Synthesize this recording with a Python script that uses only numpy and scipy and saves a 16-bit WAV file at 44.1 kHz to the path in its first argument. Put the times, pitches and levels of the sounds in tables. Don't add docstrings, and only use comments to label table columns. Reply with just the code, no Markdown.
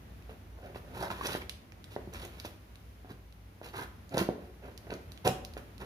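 import sys
import numpy as np
from scipy import signal
from scipy.fft import rfft, irfft, next_fast_len
from scipy.io import wavfile
from scipy.ndimage import map_coordinates

SR = 44100
rng = np.random.default_rng(int(sys.argv[2]) if len(sys.argv) > 2 else 0)


def persist_wave(psi):
    counts = np.round(np.clip(psi, -1, 1) * 32767).astype(np.int16)
    wavfile.write(sys.argv[1], SR, np.atleast_2d(counts).T)


N = 257984


def amp(db):
    return 10 ** (np.asarray(db) / 20)


def unit(x):
    return x / np.sqrt(np.mean(x ** 2) + 1e-20)


def along(points, hz):
    point_hz, values = np.transpose(points)
    return np.interp(np.log(hz + 1), np.log(point_hz), values)


def wobble(rate):
    knots = rng.standard_normal(int(N * rate / SR) + 4)
    return map_coordinates(knots, [np.arange(N) * rate / SR])


def filtered(x, response):
    n = x.shape[-1]
    size = next_fast_len(n + 8192)
    return irfft(rfft(x, size) * response(np.fft.rfftfreq(size, 1 / SR)), size)[..., :n]


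def softened(x, hz):
    return signal.lfilter(*signal.butter(2, hz, fs=SR), x)


def impulse(spectrum, stretch=1, size=1024):
    hz = np.fft.rfftfreq(size, 1 / SR) / stretch
    cepstrum = irfft(np.log(amp(along(spectrum, hz))))
    cepstrum[1:size // 2] *= 2
    cepstrum[size // 2 + 1:] = 0
    pulse = irfft(np.exp(rfft(cepstrum)))
    return pulse / np.linalg.norm(pulse)


def add(track, s, db, sound):
    part = track[round(s * SR):][:len(sound)]
    part += amp(db) * sound[:len(part)] / np.abs(sound).max()


def diffuse(pair, spacing):
    def turn(hz):
        return np.arccos(np.sinc(2 * hz * spacing / 343)) / 2

    mid, side = filtered(pair, lambda hz: np.array([np.cos(turn(hz)), np.sin(turn(hz))]))
    return np.array([mid + side, mid - side])


# frequency in Hz, relative density in dB per Hz.
DRONE_SPECTRUM = [(20, -64), (36, -15), (47, -19.5), (57, 3.5), (70, -6.5), (88, -5), (120, -15),
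                  (200, -15), (400, -23.5), (800, -27.5), (2000, -34.5), (6000, -51)]
# frequency in Hz, relative density in dB per Hz.
HISS_SPECTRUM = [(100, -7), (1000, -3), (2500, -2.5), (5000, -9), (8000, -9.5), (11000, -9.5), (15500, -7)]
# time in seconds, level in dB before the drone's trim.
DRONE_LEVEL = [(0, -52), (.62, -55.5), (.9, -50.5), (1.7, -55), (2, -51.5), (2.6, -55.5), (3.35, -57.5),
               (4.07, -54), (4.7, -55.5), (4.9, -52.5), (5.85, -53)]


def background(drone_trim_db=3, hiss_db=-64.0, hiss_follows=0.46, hum_db=-62, hum_hz=100, apart_db=-19):
    t = np.arange(N) / SR
    level = np.interp(t, *np.transpose(DRONE_LEVEL))
    air = diffuse(rng.standard_normal((2, N)), spacing=0.2)
    air = air + amp(apart_db) * rng.standard_normal((2, N))
    drone = unit(filtered(air, lambda hz: amp(along(DRONE_SPECTRUM, hz))))
    hiss = diffuse(rng.standard_normal((2, N)), spacing=0.29)
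    hiss = unit(filtered(hiss, lambda hz: amp(along(HISS_SPECTRUM, hz))))
    hiss_gain = amp(hiss_db + hiss_follows * (level - level.mean()) + 0.5 * wobble(3.57))
    hum = unit(np.sin(2 * np.pi * hum_hz * t + 0.5 * wobble(3.17)))
    hum_gain = amp(hum_db + wobble(3.6))
    return amp(drone_trim_db + level) * drone + hiss_gain * hiss + hum_gain * hum


# frequency in Hz, t60 (time to fall 60 dB) in seconds.
ROOM_DECAY = [(100, 0.63), (500, 0.53), (1500, 0.5), (4500, 0.4), (12000, 0.3)]


def echoes(tail_db=-4, early_db=-8, early_t60=0.059, gap=0.002):
    hz, t, bands = signal.stft(rng.standard_normal((2, SR // 2)), SR, nperseg=256)
    decay = amp(-60 * t / along(ROOM_DECAY, hz)[:, None])
    tail = signal.istft(bands * decay, SR, nperseg=256)[1]
    t = np.arange(tail.shape[1]) / SR
    sparse = rng.random(tail.shape) < 0.05
    early = rng.standard_normal(tail.shape) * sparse * amp(-60 * t / early_t60)
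    both = amp(tail_db) * tail / np.linalg.norm(tail[0]) + amp(early_db) * early / np.linalg.norm(early[0])
    return np.pad(both, ((0, 0), (round(gap * SR), 0)))


# frequency in Hz, gain in dB.
ROOM_COLOUR = [(80, -20), (250, -1), (600, -1.5), (1500, -1.5), (4500, -1), (12000, 4.5)]


def room(x, size=8192):
    wet, padded = np.zeros((2, N + 2 * SR)), np.pad(x, (0, size))
    for i in range(0, N, size // 2):
        moment = padded[i:i + size] * np.hanning(size)
        answer = signal.fftconvolve([moment], echoes(), axes=1)
        wet[:, i:i + answer.shape[1]] += answer
    return filtered(diffuse(wet[:, :N], spacing=0.16), lambda hz: amp(along(ROOM_COLOUR, hz)))


LEAD = 8 / SR


def placed(x, right_db):
    side = np.array([[-0.5], [0.5]])

    def response(hz):
        shift = np.exp(2j * np.pi * hz * LEAD * side)
        return shift * amp(side * right_db * hz / (hz + 700))

    return filtered(x, response)


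def glancing(x, db=-8, t60=0.012, lowest_hz=900):
    t = np.arange(SR // 80) / SR
    paths = rng.standard_normal((2, len(t))) * amp(-60 * t / t60) * (t > 2 * LEAD)
    paths /= np.linalg.norm(paths, axis=1, keepdims=True)
    near = signal.fftconvolve(x[None], paths, axes=1)[:, :N]
    return amp(db) * signal.lfilter(*signal.butter(2, lowest_hz, "highpass", fs=SR), near)


# frequency in Hz, relative density in dB per Hz.
STEEL_SPECTRUM = [(300, -45), (1500, 3.5), (2600, 6.5), (3800, 10.5), (5200, 2), (6800, -1.5), (9000, 0.5),
                  (11000, -2.5), (15500, -12.5)]
# time in seconds, peak level in dB,
# stretch of the spectrum as a factor (above 1 is brighter).
CLICKS = [(0.224, -47, 0.75), (1.4956, -21.5, 1.04), (1.7218, -39, 0.61), (1.8425, -34.5, 0.94),
          (2.4, -28.5, 1.18), (2.7568, -40.5, 0.96), (3.3254, -44.5, 1.05), (4.7774, -30.5, 1.4),
          (5.12, -33.5, 1.07), (5.176, -37.5, 0.83), (5.4499, -26.5, 1.36), (5.5374, -36.5, 1.2),
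          (5.781, -38.5, 1.1)]


def clicks(chatter_db=-24, chatter_t60=0.012):
    out, t = np.zeros(N), np.arange(SR // 30) / SR
    for s, db, stretch in CLICKS:
        chatter = amp(chatter_db - 60 * t / chatter_t60) * rng.standard_normal(len(t))
        contact = (t == 0) + chatter
        add(out, s, db, signal.fftconvolve(contact, impulse(STEEL_SPECTRUM, stretch)))
    return out


# time in seconds, peak level in dB, pitch in Hz.
POPS = [(1.027, -49, 950), (1.104, -27.5, 1295), (1.114, -30.5, 1030), (1.2108, -28, 1085),
        (1.3503, -29, 1520), (1.4198, -34, 2400), (1.9635, -37.5, 2005)]


def pops(t60=0.015, roughness_db=-12):
    out, t = np.zeros(N), np.arange(SR // 20) / SR
    for s, db, hz in POPS:
        crumple = (t == 0) + amp(roughness_db - 60 * t / t60 * 2) * rng.standard_normal(len(t))
        ring = np.sin(2 * np.pi * hz * t) * amp(-60 * t / t60)
        add(out, s, db, signal.fftconvolve(crumple, ring))
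    return out


# centre frequency in Hz, centre level in dB, t60 in seconds.
BOX_MODES = [(133.2, -19.5, 0.17), (189.3, -16, 0.14), (252, -10, 0.044), (350, -3.5, 0.021),
             (424, -1.5, 0.018), (538, -8.5, 0.022), (573.4, -16.5, 0.066), (685, -14, 0.052),
             (737, -24, 0.12), (860, -15.5, 0.0072), (1400, -6.5, 0.0059)]


def box_ring(scatter_db=1.5, detune=0.028):
    t, ring = np.arange(SR // 5) / SR, np.zeros(SR // 5)
    for hz, db, t60 in BOX_MODES:
        decay = amp(db + scatter_db * rng.normal() - 60 * t / t60)
        ring += decay * np.cos(2 * np.pi * hz * (1 + detune * rng.normal()) * t)
    return ring / np.linalg.norm(ring)


# time in seconds, peak of the thud in dB, contact brightness in Hz.
KNOCKS = [(1.046, -38, 150), (1.9637, -21.5, 1260), (2.0744, -31.5, 199), (2.4494, -30.5, 1000),
          (3.0471, -39, 1200), (3.111, -35.5, 150), (3.615, -32, 1400), (4.15, -28, 700), (4.212, -19, 144),
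          (4.218, -21, 350), (4.2891, -15.5, 615), (5.258, -21.5, 124), (5.2696, -14, 1360),
          (5.288, -22, 114)]


def knocks():
    out = np.zeros(N)
    for s, thud_db, bright_hz in KNOCKS:
        add(out, s, thud_db, softened(box_ring(), bright_hz))
    return out


# frequency in Hz, relative density in dB per Hz.
EDGE_SPECTRUM = [(200, -46.5), (600, -8.5), (900, 10), (1450, 7), (1900, 5), (2600, 1.5), (4000, -7.5),
                 (9000, -81.5)]
# time in seconds, peak of the thud in dB, peak of the crunch in dB.
STABS = [(0.2943, -36.5, -46), (0.747, -43, -39.5), (0.759, -30, -43), (1.1028, -33.5, -27.5),
         (1.2111, -37, -36.5), (1.3505, -20.5, -33), (4.1733, -16, -29), (4.9012, -32, -44),
         (5.2763, -17.5, -36), (5.5683, -29, -36.5)]


def stabs(contact_hz=1000, crunch_t60=0.011):
    out, t, edge = np.zeros(N), np.arange(SR // 20) / SR, impulse(EDGE_SPECTRUM)
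    for s, thud_db, crunch_db in STABS:
        add(out, s, thud_db, softened(box_ring(), contact_hz))
        crunch = amp(-60 * t / crunch_t60) * rng.standard_normal(len(t))
        add(out, s, crunch_db, signal.fftconvolve(crunch, edge))
    return out


# start in seconds, length in seconds,
# force in dB, tape hiss over the rasp in dB.
CUTS = [(0.571, 0.033, -57, -12), (0.943, 0.086, -44.5, -8), (1.003, 0.077, -38.5, -9),
        (1.14, 0.1, -49.5, -4.5), (1.231, 0.086, -38, -2.5), (1.307, 0.067, -41.5, -2),
        (1.403, 0.03, -51, -5.5), (1.905, 0.056, -59, 3.5), (2.127, 0.077, -49, -2.5),
        (2.201, 0.077, -50.5, -1), (2.275, 0.27, -58, -3), (2.445, 0.026, -45.5, -0.5),
        (3.095, 0.035, -52.5, -7), (3.629, 0.075, -49, -1.5), (3.734, .11, -41, -6.5),
        (4.171, 0.055, -34.5, -4), (5.25, 0.025, -44.5, 2.5), (5.797, .05, -51, -6.5)]


def crackle(count=2, over_hiss_db=3, spread_db=7.5, stretch=1.2):
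    splits = []
    for s, length, force_db, tape_db in CUTS:
        for _ in range(count):
            moment = s + length * rng.beta(2, 2)
            db = force_db + tape_db + over_hiss_db + spread_db * rng.normal()
            splits.append((moment, db, stretch))
    return splits


# frequency in Hz, relative density in dB per Hz.
SNAP_SPECTRUM = [(300, 9), (1500, -8), (3000, 10), (4600, 7.5), (6200, 3.5), (9000, 1), (15500, -23.5)]
# time in seconds, peak level in dB,
# stretch of the spectrum as a factor (above 1 is brighter).
SNAPS = [(1.0268, -31.5, 1.8), (1.053, -37, 1.3), (1.2695, -20, 1.4), (1.273, -24.5, 2.2), (1.32, -30, 1.1),
         (2.1374, -31.5, 2), (2.251, -29.5, 2.37), (4.0932, -40, 1.5), (4.171, -26, 2.1),
         (4.1805, -18, 1.32), (4.9054, -32, 0.54), (4.939, -33.5, 1.03), (5.2722, -21, 3), (5.2768, -16, 1)]


def snaps(t60=0.0044):
    out, t = np.zeros(N), np.arange(SR // 30) / SR
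    for s, db, stretch in list(SNAPS) + crackle():
        split = amp(-60 * t / t60) * rng.standard_normal(len(t))
        add(out, s, db, signal.fftconvolve(split, impulse(SNAP_SPECTRUM, stretch)))
    return out


# start in seconds, length in seconds,
# force in dB, bass edge in Hz (higher near a stiff corner).
RUBS = [(0.289, .055, -50.5, 200), (0.611, 0.11, -46, 150), (0.845, 0.2, -50.5, 152),
        (2.217, 0.056, -49, 100), (3.043, 0.11, -54, 120), (4.11, 0.034, -40, 151),
        (4.138, 0.03, -30.5, 150), (4.383, 0.097, -49.5, 121), (4.621, 0.099, -45, 402),
        (4.829, 0.1, -50.5, 300), (4.91, 0.046, -37, 302), (5.248, .04, -23.5, 485), (5.797, .05, -45, 130)]
CUT_BASS_HZ = 185
CUT_BOOM_DB, BOOM_GROWS, FIRM_DB = -38.5, 0.99, -38.5
RUB_RASP_DB, RUB_HISS_DB = -14.5, -18.5
SINK_S, SINK_DB, SINK_HISS_DB = 0.026, -13, -5


def strokes():
    sinks = [(s, SINK_S, crunch_db + SINK_DB, SINK_HISS_DB) for s, _, crunch_db in STABS]
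    moves = []
    for s, length, force_db, tape_db in list(CUTS) + sinks:
        boom_db = CUT_BOOM_DB + BOOM_GROWS * (force_db - FIRM_DB)
        moves.append((s, length, force_db, boom_db, force_db + tape_db, CUT_BASS_HZ))
    for s, length, force_db, bass_hz in RUBS:
        moves.append((s, length, force_db + RUB_RASP_DB, force_db, force_db + RUB_HISS_DB, bass_hz))
    return moves


GRIP_S = 0.02


def pressure(t, length, rise_share=0.28, hold_share=0.21, ends_db=-8.5, release_s=0.1):
    held = rise_share + hold_share
    corners = [-GRIP_S, 0, rise_share * length, held * length, length, length + release_s]
    return amp(np.interp(t, corners, [-80, ends_db, 0, 0, ends_db, -80]))


def slips(rate, spread_db, clump_db, clump_rate):
    sizes = rng.choice([-1, 1], N) * amp(spread_db * np.clip(rng.standard_normal(N), -2, 2))
    happens = rng.random(N) < rate / SR
    return unit(happens * sizes * amp(clump_db * wobble(clump_rate)))


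# frequency in Hz, relative density in dB per Hz.
TAPE_SPECTRUM = [(800, -19), (2200, 0), (3200, 4.5), (4400, 1), (6000, -5), (9000, -4.5), (11000, -6),
                 (15000, -5)]
PITCH_PER_DB, RASP_PITCH = 0.07, 1.116


def scraping(rasp_trim_db=-2, boom_trim_db=-2, hiss_trim_db=-2, flex_db=-9, boom_hz=1100, flex_hz=120):
    t, out = np.arange(N) / SR, np.zeros(N)
    fibres = slips(rate=3500, spread_db=5, clump_db=2.5, clump_rate=170)
    film = slips(rate=9000, spread_db=7, clump_db=3.0, clump_rate=260)
    tape = impulse(TAPE_SPECTRUM)
    for s, length, rasp_db, boom_db, hiss_db, bass_hz in strokes():
        near = (t > s - GRIP_S) & (t < s + length + 0.2)
        push = pressure(t[near] - s, length)
        edge = impulse(EDGE_SPECTRUM, RASP_PITCH * np.exp(PITCH_PER_DB * (hiss_db - rasp_db)))
        bass_cut = signal.butter(2, bass_hz, "highpass", fs=SR)
        box = signal.lfilter(*bass_cut, softened(box_ring(), boom_hz))
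        panels = softened(box_ring(), flex_hz)
        panels = panels / np.linalg.norm(panels)
        layers = [(fibres, rasp_db + rasp_trim_db, edge),
                  (fibres, boom_db + boom_trim_db, box),
                  (film, boom_db + flex_db, panels),
                  (film, hiss_db + hiss_trim_db, tape)]
        for jerks, db, body in layers:
            out[near] += amp(db) * signal.fftconvolve(jerks[near] * push, body)[:len(push)]
    return out


def scene():
    card = scraping() + stabs() + knocks() + pops() + snaps()
    steel = clicks()
    direct = placed(card, right_db=5.5) + placed(steel, right_db=9.0)
    return direct + glancing(card + steel) + room(card + steel) + background()


# frequency in Hz, gain in dB.
MICROPHONE = [(6000, 0.5), (7000, -3), (8200, -9), (9200, -2.5), (10200, 0), (15000, -2.5), (15800, -24)]


def record(dry, low_hz=44, top_hz=16000):
    thin = signal.sosfilt(signal.butter(4, low_hz, "highpass", fs=SR, output="sos"), dry)
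    return filtered(thin, lambda hz: amp(along(MICROPHONE, hz)) * (hz < top_hz))


dry = scene()
out = record(dry)
persist_wave(out)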